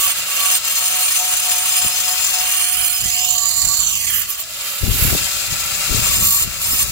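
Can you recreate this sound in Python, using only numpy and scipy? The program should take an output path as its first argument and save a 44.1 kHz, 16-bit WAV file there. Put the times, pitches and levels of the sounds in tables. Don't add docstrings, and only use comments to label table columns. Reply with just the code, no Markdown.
import sys
import numpy as np
from scipy import signal
from scipy.fft import rfft, irfft, next_fast_len
from scipy.io import wavfile

SR = 44100
rng = np.random.default_rng(int(sys.argv[2]) if len(sys.argv) > 2 else 0)


def digitize_waveform(pressure):
    field = np.atleast_2d(pressure).T
    bounded = np.clip(field, -1, 1)
    quanta = np.round(bounded * 32767).astype(np.int16)
    wavfile.write(sys.argv[1], SR, quanta)


N = 304731

# start t/s, length/s, scrape level/dB and singing level/dB before trim,
# dB by which both start lighter (negative: heavier)
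TOUCHES = [(0, 0.12, -25.5, -25, -2), (0.177, 0.02, -24, -26, 2.5), (0.278, .29, -17, -18, 14.5),
           (4.289, 0.059, -31.5, -38, -0.5), (4.385, .03, -24, -34, 7), (6.033, 0.4, -22, -25, 3),
           (6.618, 0.21, -19, -22, 9.5)]
# t/s, level/dB before trim
PRESSURE = [(0.651, -25.5), (1.05, -22), (1.301, -25.5), (1.5, -21.5), (1.62, -24.5), (1.79, -20.5),
            (1.898, -25), (2.35, -22.5), (2.46, -25.5), (2.56, -23.5), (2.73, -27.5), (2.85, -27.5),
            (2.96, -25), (3.1, -21.5), (3.796, -18.5), (3.92, -22.5), (4.17, -25), (4.248, -30)]
# t/s, level/dB before trim
SING = [(.65, -31), (1.03, -23.5), (1.3, -28), (1.78, -24), (1.93, -30), (2.25, -33), (2.42, -32),
        (2.57, -23.5), (2.75, -29), (3.1, -33), (3.37, -42), (3.6, -31), (3.87, -42), (4.06, -29),
        (4.25, -41)]
EDGE_S, LEAN_S = .025, 0.2
FREE_TURNS_PER_S, LOADED_TURNS_PER_S, SPIN_LAG_S = 192.4, 182.9, .42
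BITE_MOST_DB = 4.5

# (relative, per Hz)
SCRAPE = [(306, -70, -61), (1010, -3.5, -12.5), (1320, -3, -13), (2080, -4.5, -4), (3010, 11, 8.5),
          (4000, 5, -4), (4780, 0, 9), (5340, 1, -23), (6760, 7, 15.5), (7200, 3, 9), (8330, 8, 9),
          (9400, -1, -14), (11500, -15, -3), (12800, -1, -6), (14200, -11, -2), (15700, 6, -12)]
# f/Hz, width/Hz, left level/dB, right level/dB (relative)
BLADE = [(4312, 45, -10, -11), (5110, 36, -9, -13), (6165, 50, -5.5, -8), (7010, 110, -9, -7),
         (7285, 40, -3, 0), (8300, 55, -22, -24), (10120, 65, -17, -9.5), (10825, 55, -13, -12),
         (11200, 42, -20, -19), (11900, 70, -16, -10), (12360, 50, -9, -7), (13020, 90, -17, -15),
         (13260, 90, -18, -12), (13620, 90, -25, -17), (13860, 110, -21, -9), (14590, 50, -15, -8),
         (15350, 200, -17, -12)]
# f/Hz, width/Hz, left level/dB, right level/dB (relative)
SINGING = [(8745, 42, -10, -3), (8973, 34, -11, -1)]
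# mode f/Hz, middle t/s, half length/s, change/dB
MODE_SWELLS = [(7285, 0.32, 0.39, 2), (8973, 0.33, 0.37, -9), (10120, 0.34, 0.64, 5), (10120, 6.4, .5, -5),
               (14590, 6.4, .5, -16), (7010, 7.6, .5, -4), (13260, 5.7, 0.37, 7), (7285, 3.86, 0.32, 2),
               (12360, 4.3, .5, -2), (4312, 1.7, 0.47, -8), (8973, 1.3, .5, 0.5), (8745, 1.8, 0.46, -10),
               (10825, 1.6, 0.82, 6), (5110, 1.98, 0.45, 4), (8745, 1.9, 0.12, 9), (8973, 2.6, 0.31, 1),
               (10120, 2.77, 0.23, 10.5), (12360, 2.1, 0.8, -9), (11900, 2.76, 0.31, -15),
               (5110, 3, 0.45, 5), (7010, 3.5, 0.37, 7), (5110, 3.75, 0.18, -20), (6160, 3.9, 0.15, 6),
               (10825, 6.2, 0.42, -7), (6160, 6.4, 0.27, -6), (5110, 6.04, 0.18, 3), (5110, 6.7, .14, 5),
               (8973, 6.1, 0.25, -17), (7285, 6.33, 0.35, 6)]
# middle t/s, half length/s, level/dB
FLEXING = [(0.062, 0.1, -32), (0.315, 0.04, -37), (0.436, 0.045, -27), (3.378, 0.064, -38),
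           (3.452, 0.028, -36), (3.597, 0.12, -41), (3.716, 0.025, -34.5), (3.822, 0.021, -41),
           (3.92, 0.04, -45), (4.195, 0.022, -44), (4.305, .03, -44), (6.113, 0.03, -37), (6.243, .06, -40),
           (6.36, 0.047, -33.5), (6.8, 0.052, -42)]
FLEX_HZ, FLEX_WIDTH_HZ = 1138, 26
FLEX_WAVER_DB, FLEX_SMEAR = 1.8, .7
LIGHT_FLEX_DB = -47

# middle t/s, half length/s, hum level/dB, buzz level/dB before trim
KNOCKING = [(.085, 0.026, -41, -57), (0.506, 0.1, -41, -57), (0.824, 0.034, -39.5, -43),
            (0.972, 0.079, -37.5, -42), (1.218, 0.034, -34, -40), (1.306, 0.057, -37, -43),
            (1.497, 0.064, -35, -44), (1.594, 0.076, -40.5, -45), (1.833, 0.12, -37, -46),
            (2.106, 0.082, -36.5, -45), (2.395, 0.073, -35, -44), (2.733, 0.27, -41, -70),
            (3.256, 0.17, -39, -75), (3.618, 0.29, -45, -52), (6.049, 0.074, -62, -44),
            (6.8, 0.093, -64, -56)]
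# multiple of spindle speed, level/dB (relative)
HUM = [(3, -20), (4, 0)]
# multiple of spindle speed, level/dB (relative)
BUZZ = [(5, 5), (6, -7), (7, 1), (9, -5), (10, -4), (11, -4), (13, -1), (15, 0), (16, -2), (18, -3),
        (21, -4)]
LIGHT_KNOCK_DB, LIGHT_BUZZ_DB = -50.5, -45
LIGHT_DB_PER_M = -41

# t/s, level/dB before trim
FAN = [(0, -29.5), (2.3, -29), (3.0, -39), (4.45, -36.5), (4.68, -29), (4.83, -31.5), (5.05, -24.5),
       (5.5, -27), (5.98, -23.5), (6.4, -31.5), (6.91, -29.5)]
# (relative, per Hz)
RUSH = [(265, -67, -9.5), (650, -2, 9), (806, 1.5, 0.5), (1430, -4.5, 14.5), (1880, -9, 9.5),
        (2660, 13.5, 22.5), (3550, 4.5, -2.5), (5390, 6.5, -10), (5600, 1.5, -32), (7180, 10.5, -7),
        (9080, -5.5, -7.5), (9300, -14, -1), (12900, -15.5, 2.5), (15000, -15, 0.5)]
# f/Hz, width/Hz, level/dB re the coloured rush
HOUSING = [(637, 210, -20), (1344, 85, -10.5), (1668, 30, -20), (2003, 38, -13.5), (2368, 82, -17),
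           (2760, 16, -19.5), (3140, 17, -17.5)]
# multiple of spindle speed, level/dB re the FAN curve
GEAR = [(1, -30), (2, -32), (3, -25), (5, -30), (7, -21), (9, -25), (10, -26), (11, -23), (12, -25),
        (14, -22), (32, -23)]
# multiple of spindle speed, level/dB re the FAN curve, before the vents' lift
WHINE = [(67.1, -20)]
VENTS_S, VENTS_HALF_S, VENTS_LEFT_DB, VENTS_RIGHT_DB = 4.98, .38, 10, 17
# t/s, f/Hz, level/dB before its flutter
HOLLOW = [(4.15, 700, -76), (4.4, 649, -49.5), (4.52, 624, -50), (4.65, 557, -53), (4.85, 547, -49),
          (5.2, 567, -66)]
HOLLOW_FLUTTER_HZ = 39

# t/s, distance/m
DISTANCE = [(0, 0.3), (2.2, 0.36), (2.65, 0.43), (2.85, 0.6), (3.0, 0.59), (3.2, 1.2), (3.35, 1.64),
            (3.55, 1.91), (3.78, 1.9), (3.88, 1.54), (3.97, 1.22), (4.12, 0.75), (4.25, 0.68), (4.4, 0.4),
            (4.7, 0.42), (6.91, 0.23)]
# t/s, presence left minus right/dB, top left minus right/dB
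BEARING = [(0, 0, 0), (.85, 5, -0.5), (1.6, 3, 2.5), (2.3, 5, 6), (2.55, 3, 9), (2.8, -3, -3.5),
           (3.4, -10.5, -6), (3.85, -9.5, 0), (4.08, -9, -9), (4.25, 3, -4), (4.7, 2.5, -9), (5.3, 5, -0.5),
           (6.91, 7, 1)]
# f/Hz, likeness 0-1, lead of the left port/radians
PORTS = [(100, 1, 0), (1000, .95, .15), (1450, .8, .3), (2250, .4, .9), (2750, .65, 2.5), (3150, .75, 3.1),
         (3500, .45, 4.1), (4100, .3, 7.5), (5100, .35, 11), (6200, .35, 12), (6600, .15, 16),
         (7200, .55, 17.5), (8300, .5, 19), (9000, .4, 21), (9600, .15, 21), (15300, .15, 25)]
LOW_ZONE_TO_HZ, TOP_ZONE_FROM_HZ = 3500, 9400
LOW_DB, LOW_DB_PER_M = -5.5, -4.5
TOP_DB, TOP_DB_PER_M = -1.5, -3
# middle t/s, half length/s, right top/dB, right low zone/dB
FLARES = [(0.03, 0.1, 5.5, 3.5), (0.36, 0.12, 1.5, 4.5), (2.508, 0.099, 9, 5), (2.796, 0.2, 7, 7),
          (4.176, 0.062, 9.5, 6.5), (4.306, 0.033, 9.5, 1.5), (4.41, 0.013, 8, -2), (4.702, 0.19, 3.5, 1),
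          (5.012, 0.15, 9.5, 3), (6.31, 0.11, 9, -9), (6.76, 0.19, 6.5, -1.5)]
FLARE_LEFT_SHARE = 0.19
# delay/ms at 1 m (shorter farther off), share at great distance
BOUNCES = [(0.423, 0.34), (0.636, -0.4), (.86, -0.093)]
BOUNCE_HALF_M, BOUNCE_DULL_HZ = 0.65, 8200
# delay/ms at the nearest, further ms per m backed off, share
RIPPLES = [(1.7, -.35, .2), (2.9, .5, -.2), (4.3, -.6, .18), (7.4, .9, .17)]
RIPPLE_PORT_MS = 0.097
# t/s, f/Hz, share 0-1
CANCELLED = [(2.4, 700, 0), (2.7, 810, .75), (3.05, 980, .85), (3.25, 1450, .6), (3.55, 1520, .5),
             (3.85, 1950, .55), (4.0, 1300, .65), (4.15, 900, .75), (4.4, 850, .35), (4.6, 850, 0)]
CANCELLED_WIDTH_HZ = 430
# f/Hz, width/Hz, middle t/s, half length/s, left/dB, right/dB
DIPS = [(9400, 600, 2.0, 2.0, -8, 0), (9550, 800, 3.55, .4, -7, -14), (3450, 650, 3.55, .25, -3, -7),
        (2860, 260, 3.35, .35, 3, 3), (5580, 450, 3.52, .08, -8, -14), (5650, 450, 2.88, .07, -8, -10),
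        (1950, 600, 4.13, .16, 6, 5), (2050, 700, 3.6, .2, 3, 5), (3750, 500, 2.68, .15, -6, -7),
        (3850, 600, 4.15, .2, -5, -6), (2860, 250, 6.3, .22, 4, 5), (480, 340, 2.85, .25, -11, -11),
        (480, 200, 1.6, .9, -3, -3)]
# f/Hz, width/Hz, middle t/s, half length/s, share 0-1
OPPOSED = [(3050, 750, 6.29, .15, .92), (3030, 550, 6.77, .17, .85), (3020, 250, 5.75, .35, .6),
           (3000, 500, 2.31, .06, .75), (3330, 350, 3.58, .22, .6)]

# t/s, flow level/dB before eddies and trim
BREEZE = [(0, -58), (1.5, -50.5), (2.6, -49.5), (3.6, -40), (4.2, -40), (4.35, -52), (4.8, -54), (5.4, -39),
          (6.91, -36)]
# start of hold t/s, hold/s, flow level/dB before eddies and trim
GUSTS = [(0.065, 0.013, -45), (0.17, 0.059, -46.5), (1.837, 0.03, -47), (2.764, 0.06, -40),
         (3.021, 0.082, -37), (3.635, 0.039, -35.5), (3.792, 0.019, -46), (4.083, 0.084, -41),
         (4.832, 0.3, -23), (5.137, 0.09, -29.5), (5.491, 0.051, -34.5), (5.89, .03, -27.5),
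         (5.925, 0.056, -25), (6.025, 0.25, -32.5), (6.168, 0.078, -38.5), (6.428, 0.05, -33.5),
         (6.693, 0.06, -34.5), (6.815, 0.12, -36)]
GUST_ATTACK_S, GUST_RELEASE_S, EDDY_DB = 0.028, 0.023, 1.5
# t/s, peak level/dB before trim, length/s
PUFFS = [(1.85, -18, 0.0044), (1.864, -17, 0.009), (3.059, -21, 0.0067), (3.672, -25, 0.0062),
         (4.838, -4.5, 0.016), (4.894, -1.5, 0.017), (4.916, -4.5, 0.019), (5.026, -3.5, 0.016),
         (5.052, -4, 0.0097), (4.881, -6, 0.0059), (4.89, -12, 0.0092), (5.129, -8.5, 0.0029),
         (5.151, -9, 0.0025), (5.526, -16.5, 0.014), (5.915, -6.5, 0.019), (5.948, -8, 0.0082),
         (5.995, -9, 0.0075), (6.477, -17, 0.0077), (6.735, -16, 0.0054)]
RIGHT_PORT_DB = -20
CUTOFF_HZ = 15750


def cutting(turns, contact, gains):
    scrape, sing = gains
    once_a_turn = .8 * np.cos(2 * np.pi * turns)
    chatter = 1.4 * drift(55) + 1.8 * drift(200)
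    bite = from_db(np.minimum(once_a_turn + chatter, BITE_MOST_DB))
    grains = np.array([grit(per_s=16000, spread_db=1.5) for _ in range(3)]) * bite
    rasp = each_turn(at_ports(grains[0], grains[1:]), turns, share=.55)
    stone = rms_one(colour(rasp, from_db(in_hz(SCRAPE))))
    blade = rms_one(steel(BLADE, grains, swell_db=1.35))
    hiss = from_db(2.5) * scrape * beamed(stone + from_db(5.5) * blade, flutter_db=0.97)
    singing = from_db(5.5) * sing * steel(SINGING, grains, swell_db=1.0)
    return hiss + singing + contact * flexing(grains[0])


def grit(per_s, spread_db):
    hardness_db = spread_db * np.minimum(rng.exponential(1, N), 5)
    sizes = from_db(hardness_db) * rng.choice([-1, 1], N)
    strikes = rng.random(N) < per_s / SR
    return rms_one(sizes * strikes)


def steel(modes, grains, swell_db):
    push = at_ports(grains[0], grains[1:]) + .4 * grains[0]
    out = 0
    for hz, width_hz, left_db, right_db in modes:
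        favour_db = sum(db * swell(s, half_s) for mode_hz, s, half_s, db in MODE_SWELLS
                        if abs(mode_hz - hz) < 110)
        mode = ring(push * from_db(swell_db * drift(24.0)), hz, width_hz)
        out = out + mode * from_db([[left_db], [right_db]]) * from_db(favour_db)
    return out


def flexing(grains):
    phase = 2 * np.pi * FLEX_HZ * np.arange(N) / SR + FLEX_SMEAR * drift(14)
    tone = np.sqrt(2) * np.sin(phase) * from_db(FLEX_WAVER_DB * drift(25))
    sustained = sum(from_db(db) * swell(s, half_s) for s, half_s, db in FLEXING)
    return sustained * tone + from_db(LIGHT_FLEX_DB) * ring(grains, FLEX_HZ, FLEX_WIDTH_HZ)


def strokes():
    t = np.arange(N) / SR
    long_cut_db = np.vstack([in_time(PRESSURE), in_time(SING)])
    spans = [(PRESSURE[0][0], PRESSURE[-1][0], long_cut_db)]
    for start, length, scrape_db, sing_db, lighter_db in TOUCHES:
        lean_db = lighter_db * np.exp(-np.abs(t - start) / LEAN_S)
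        spans.append((start, start + length, np.array([[scrape_db], [sing_db]]) - lean_db))
    contact, gains = 0, 0
    for start, end, levels_db in spans:
        touching = np.clip(1 + np.minimum(t - start, end - t) / EDGE_S, 0, 1)
        contact = contact + touching
        gains = gains + touching * from_db(levels_db)
    return np.minimum(contact, 1), gains


def spindle(contact):
    r = np.exp(-1 / (SPIN_LAG_S * SR))
    freed = signal.lfilter([1 - r], [1, -r], 1 - contact)
    speed = LOADED_TURNS_PER_S + (FREE_TURNS_PER_S - LOADED_TURNS_PER_S) * freed
    unevenness = (.0007 + .0045 * contact) * drift(9)
    return np.cumsum(speed * (1 + unevenness)) / SR


def each_turn(x, turns, share):
    n = np.arange(N)
    turn_ago = np.interp(turns - 1, turns, n)
    low = colour(x, 1 / (1 + (bins() / 4500) ** 4))
    for _ in range(2):
        low = share * np.array([np.interp(turn_ago, n, side) for side in low])
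        x = x + low
    return x


def knocking(turns, contact):
    fade_db = LIGHT_DB_PER_M * backed_off()
    hum = bouts([(s, half_s, db) for s, half_s, db, _ in KNOCKING], LIGHT_KNOCK_DB + fade_db)
    buzz = bouts([(s, half_s, db) for s, half_s, _, db in KNOCKING], LIGHT_BUZZ_DB + fade_db)
    humming = hum * orders(HUM, turns, waver_db=1.4, smear=.5)
    buzzing = buzz * orders(BUZZ, turns, waver_db=2.3, smear=.6)
    return contact * (humming + from_db(-9.0) * buzzing)


def bouts(rows, between_db):
    return from_db(between_db) + sum(from_db(db) * swell(s, half_s) for s, half_s, db in rows)


def orders(table, turns, waver_db, smear):
    out = 0
    for multiple, db in table:
        level = np.sqrt(2) * from_db(db + waver_db * drift(20))
        out = out + level * np.sin(2 * np.pi * multiple * turns + smear * drift(30))
    return out


def motor(turns):
    white = rng.standard_normal((3, N))
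    swirl = each_turn(at_ports(white[0], white[1:]), turns, share=.33)
    air = rms_one(colour(swirl, from_db(in_hz(RUSH))))
    housing = sum(from_db(db) * ring(rng.standard_normal(N), hz, width_hz) for hz, width_hz, db in HOUSING)
    rush = beamed(air + housing, flutter_db=1.0) * from_db(.5 * drift(72))
    facing = from_db(swell(VENTS_S, VENTS_HALF_S) * [[VENTS_LEFT_DB], [VENTS_RIGHT_DB]])
    gear = orders(GEAR, turns, waver_db=2.2, smear=.8)
    commutator = facing * orders(WHINE, turns, waver_db=1.8, smear=.4)
    return from_db(in_time(FAN)[0]) * (from_db(3.5) * rush + gear + commutator) + hollow_note()


def hollow_note():
    hz, db = in_time(HOLLOW)
    phase = 2 * np.pi * np.cumsum(hz) / SR
    in_step = drift(HOLLOW_FLUTTER_HZ) * np.cos(phase)
    quarter_off = drift(HOLLOW_FLUTTER_HZ) * np.sin(phase)
    return from_db(db) * (in_step + quarter_off)


def beamed(x, flutter_db):
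    x, away = dipped(cancelled(rippled(bounced(x)))), backed_off()
    flare_db, tilt_db = flares()
    low_db = LOW_DB + LOW_DB_PER_M * away + tilt_db
    top_db = TOP_DB + TOP_DB_PER_M * away + flare_db
    presence_pan, top_pan = in_time(BEARING)
    low = 1 / (1 + (bins() / LOW_ZONE_TO_HZ) ** 16)
    below_top = 1 / (1 + (bins() / TOP_ZONE_FROM_HZ) ** 16)
    zones = [(low, low_db, np.zeros(N)), (below_top - low, 0, presence_pan), (1 - below_top, top_db, top_pan)]
    out = 0
    for zone, level_db, pan in zones:
        sides = from_db(pan * [[.5], [-.5]])
        sides = sides / np.sqrt(np.mean(sides ** 2, axis=0))
        out = out + rms_one(colour(x, zone)) * sides * from_db(level_db + flutter_db * drift(28))
    return out


def at_ports(common, own):
    alike, lead = in_hz(PORTS)
    alike = np.clip(alike, 0, 1)
    shared = colour(common, np.sqrt(alike) * np.exp(.5j * lead * [[1], [-1]]))
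    return shared + colour(own, np.sqrt(1 - alike))


def backed_off():
    metres = in_time(DISTANCE)[0]
    return metres - metres.min()


def bounced(x):
    n, metres = np.arange(N), in_time(DISTANCE)[0]
    strength = 1 / (1 + (BOUNCE_HALF_M / metres) ** 2)
    dull = colour(x, 1 / (1 + (bins() / BOUNCE_DULL_HZ) ** 4))
    for ms, share in BOUNCES:
        source = n - ms / metres * SR / 1000
        x = x + share * strength * np.array([np.interp(source, n, side) for side in dull])
    return x


def rippled(x):
    n, away = np.arange(N), backed_off()
    dull = colour(x, 1 / (1 + (bins() / 5500) ** 6))
    for ms, ms_per_m, share in RIPPLES:
        lag_ms = ms + ms_per_m * away
        echo = [np.interp(n - (lag_ms + port * RIPPLE_PORT_MS) * SR / 1000, n, side)
                for port, side in enumerate(dull)]
        x = x + share * np.array(echo)
    return x


def cancelled(x):
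    hz, share = in_time(CANCELLED)
    phase = 2 * np.pi * np.cumsum(hz) / SR
    narrow = np.exp(-(2 * bins() / CANCELLED_WIDTH_HZ) ** 2)
    band = sum(2 * carrier * colour(x * carrier, narrow) for carrier in (np.cos(phase), np.sin(phase)))
    return x - np.clip(share, 0, 1) * band


def dipped(x):
    for hz, width_hz, s, half_s, *depth_db in DIPS:
        change = from_db(np.outer(depth_db, swell(s, half_s))) - 1
        x = x + band_of(x, hz, width_hz) * change
    return x


def flares():
    lifts_db = sum(np.outer(change_db, swell(s, half_s)) for s, half_s, *change_db in FLARES)
    return lifts_db[:, None] * np.array([[FLARE_LEFT_SHARE], [1]])


def opposed(x):
    for hz, width_hz, s, half_s, share in OPPOSED:
        held = np.minimum(2 * swell(s, half_s), 1)
        x = x - share * held * band_of(x.mean(axis=0), hz, width_hz)
    return x


def wind(corner_hz, gust_corner_hz, right_db):
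    t, flow = np.arange(N) / SR, airflow()
    low_cut = 1 / np.sqrt(1 + (62 / bins()) ** 4)
    rumble_gain = low_cut / (1 + (bins() / corner_hz) ** 2.57)
    rumble = rms_one(colour(rng.standard_normal((2, N)), rumble_gain))
    flutter_gain = bins() / (bins() + 150) / (1 + (bins() / gust_corner_hz) ** 3)
    flutter = rms_one(colour(rng.standard_normal((2, N)), flutter_gain)) * from_db(1.7 * drift(42))
    gustiness = (flow / flow.max()) ** 0.73
    out = flow * (from_db(2.0) * rumble + from_db(-2.0) * flutter * gustiness)
    for s, peak_db, length_s in PUFFS:
        phase = (t - s) * 2 * np.pi / length_s
        out = out + from_db(peak_db - 3.5) * phase * np.exp(.5 - phase ** 2 / 2)
    return out * from_db([[0], [right_db]])


def airflow():
    t, flow = np.arange(N) / SR, from_db(in_time(BREEZE)[0])
    for start, hold_s, db in GUSTS:
        rise = np.clip(1 + (t - start) / GUST_ATTACK_S, 0, 1)
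        dying = np.exp(-np.maximum(t - start - hold_s, 0) / GUST_RELEASE_S)
        flow = flow + from_db(db) * rise * dying
    return flow * from_db(EDDY_DB * drift(14.0))


def site():
    bass = bins() / (bins() + 60) / (1 + (bins() / 140) ** 2)
    return from_db(-56.0) * rms_one(colour(rng.standard_normal(N), bass))


def from_db(db):
    return 10 ** (np.asarray(db) / 20)


def rms_one(x):
    return x / np.sqrt(np.mean(x ** 2, axis=-1, keepdims=True) + 1e-20)


def in_time(rows):
    s, *columns = np.transpose(rows)
    return np.array([np.interp(np.arange(N) / SR, s, c) for c in columns])


def bins():
    size = next_fast_len(N, real=True)
    return np.maximum(np.arange(size // 2 + 1) * SR / size, 1)


def in_hz(rows):
    hz, *columns = np.transpose(rows)
    return np.array([np.interp(np.log(bins()), np.log(hz), c) for c in columns])


def colour(x, gain):
    size = next_fast_len(N, real=True)
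    return irfft(rfft(x, size) * gain, size)[..., :N]


def band_of(x, hz, width_hz):
    return colour(x, np.exp(-np.square((2 * (bins() - hz) / width_hz) ** 2)))


def drift(rate):
    step = 40
    r = np.exp(-2 * np.pi * step * rate / SR)
    slow = signal.lfilter([1], [1, -2 * r, r * r], rng.standard_normal(N // step + 2002))
    slow = slow[2000:]
    return np.interp(np.arange(N) / step, np.arange(len(slow)), rms_one(slow))


def swell(middle_s, half_s):
    return np.exp(-((np.arange(N) / SR - middle_s) / half_s) ** 2)


def ring(x, hz, width_hz):
    r = np.exp(-np.pi * width_hz / SR)
    return rms_one(signal.lfilter([1, 0, -1], [1, -2 * r * np.cos(2 * np.pi * hz / SR), r * r], x))


def scene():
    contact, gains = strokes()
    turns = spindle(contact)
    grinder = cutting(turns, contact, gains) + knocking(turns, contact) + motor(turns)
    return opposed(grinder) + wind(corner_hz=85, gust_corner_hz=350, right_db=RIGHT_PORT_DB) + site()


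def record(dry):
    return colour(np.clip(dry, -1, 1), 1 / np.sqrt(1 + (bins() / CUTOFF_HZ) ** 400))


dry = scene()
out = record(dry)
digitize_waveform(out)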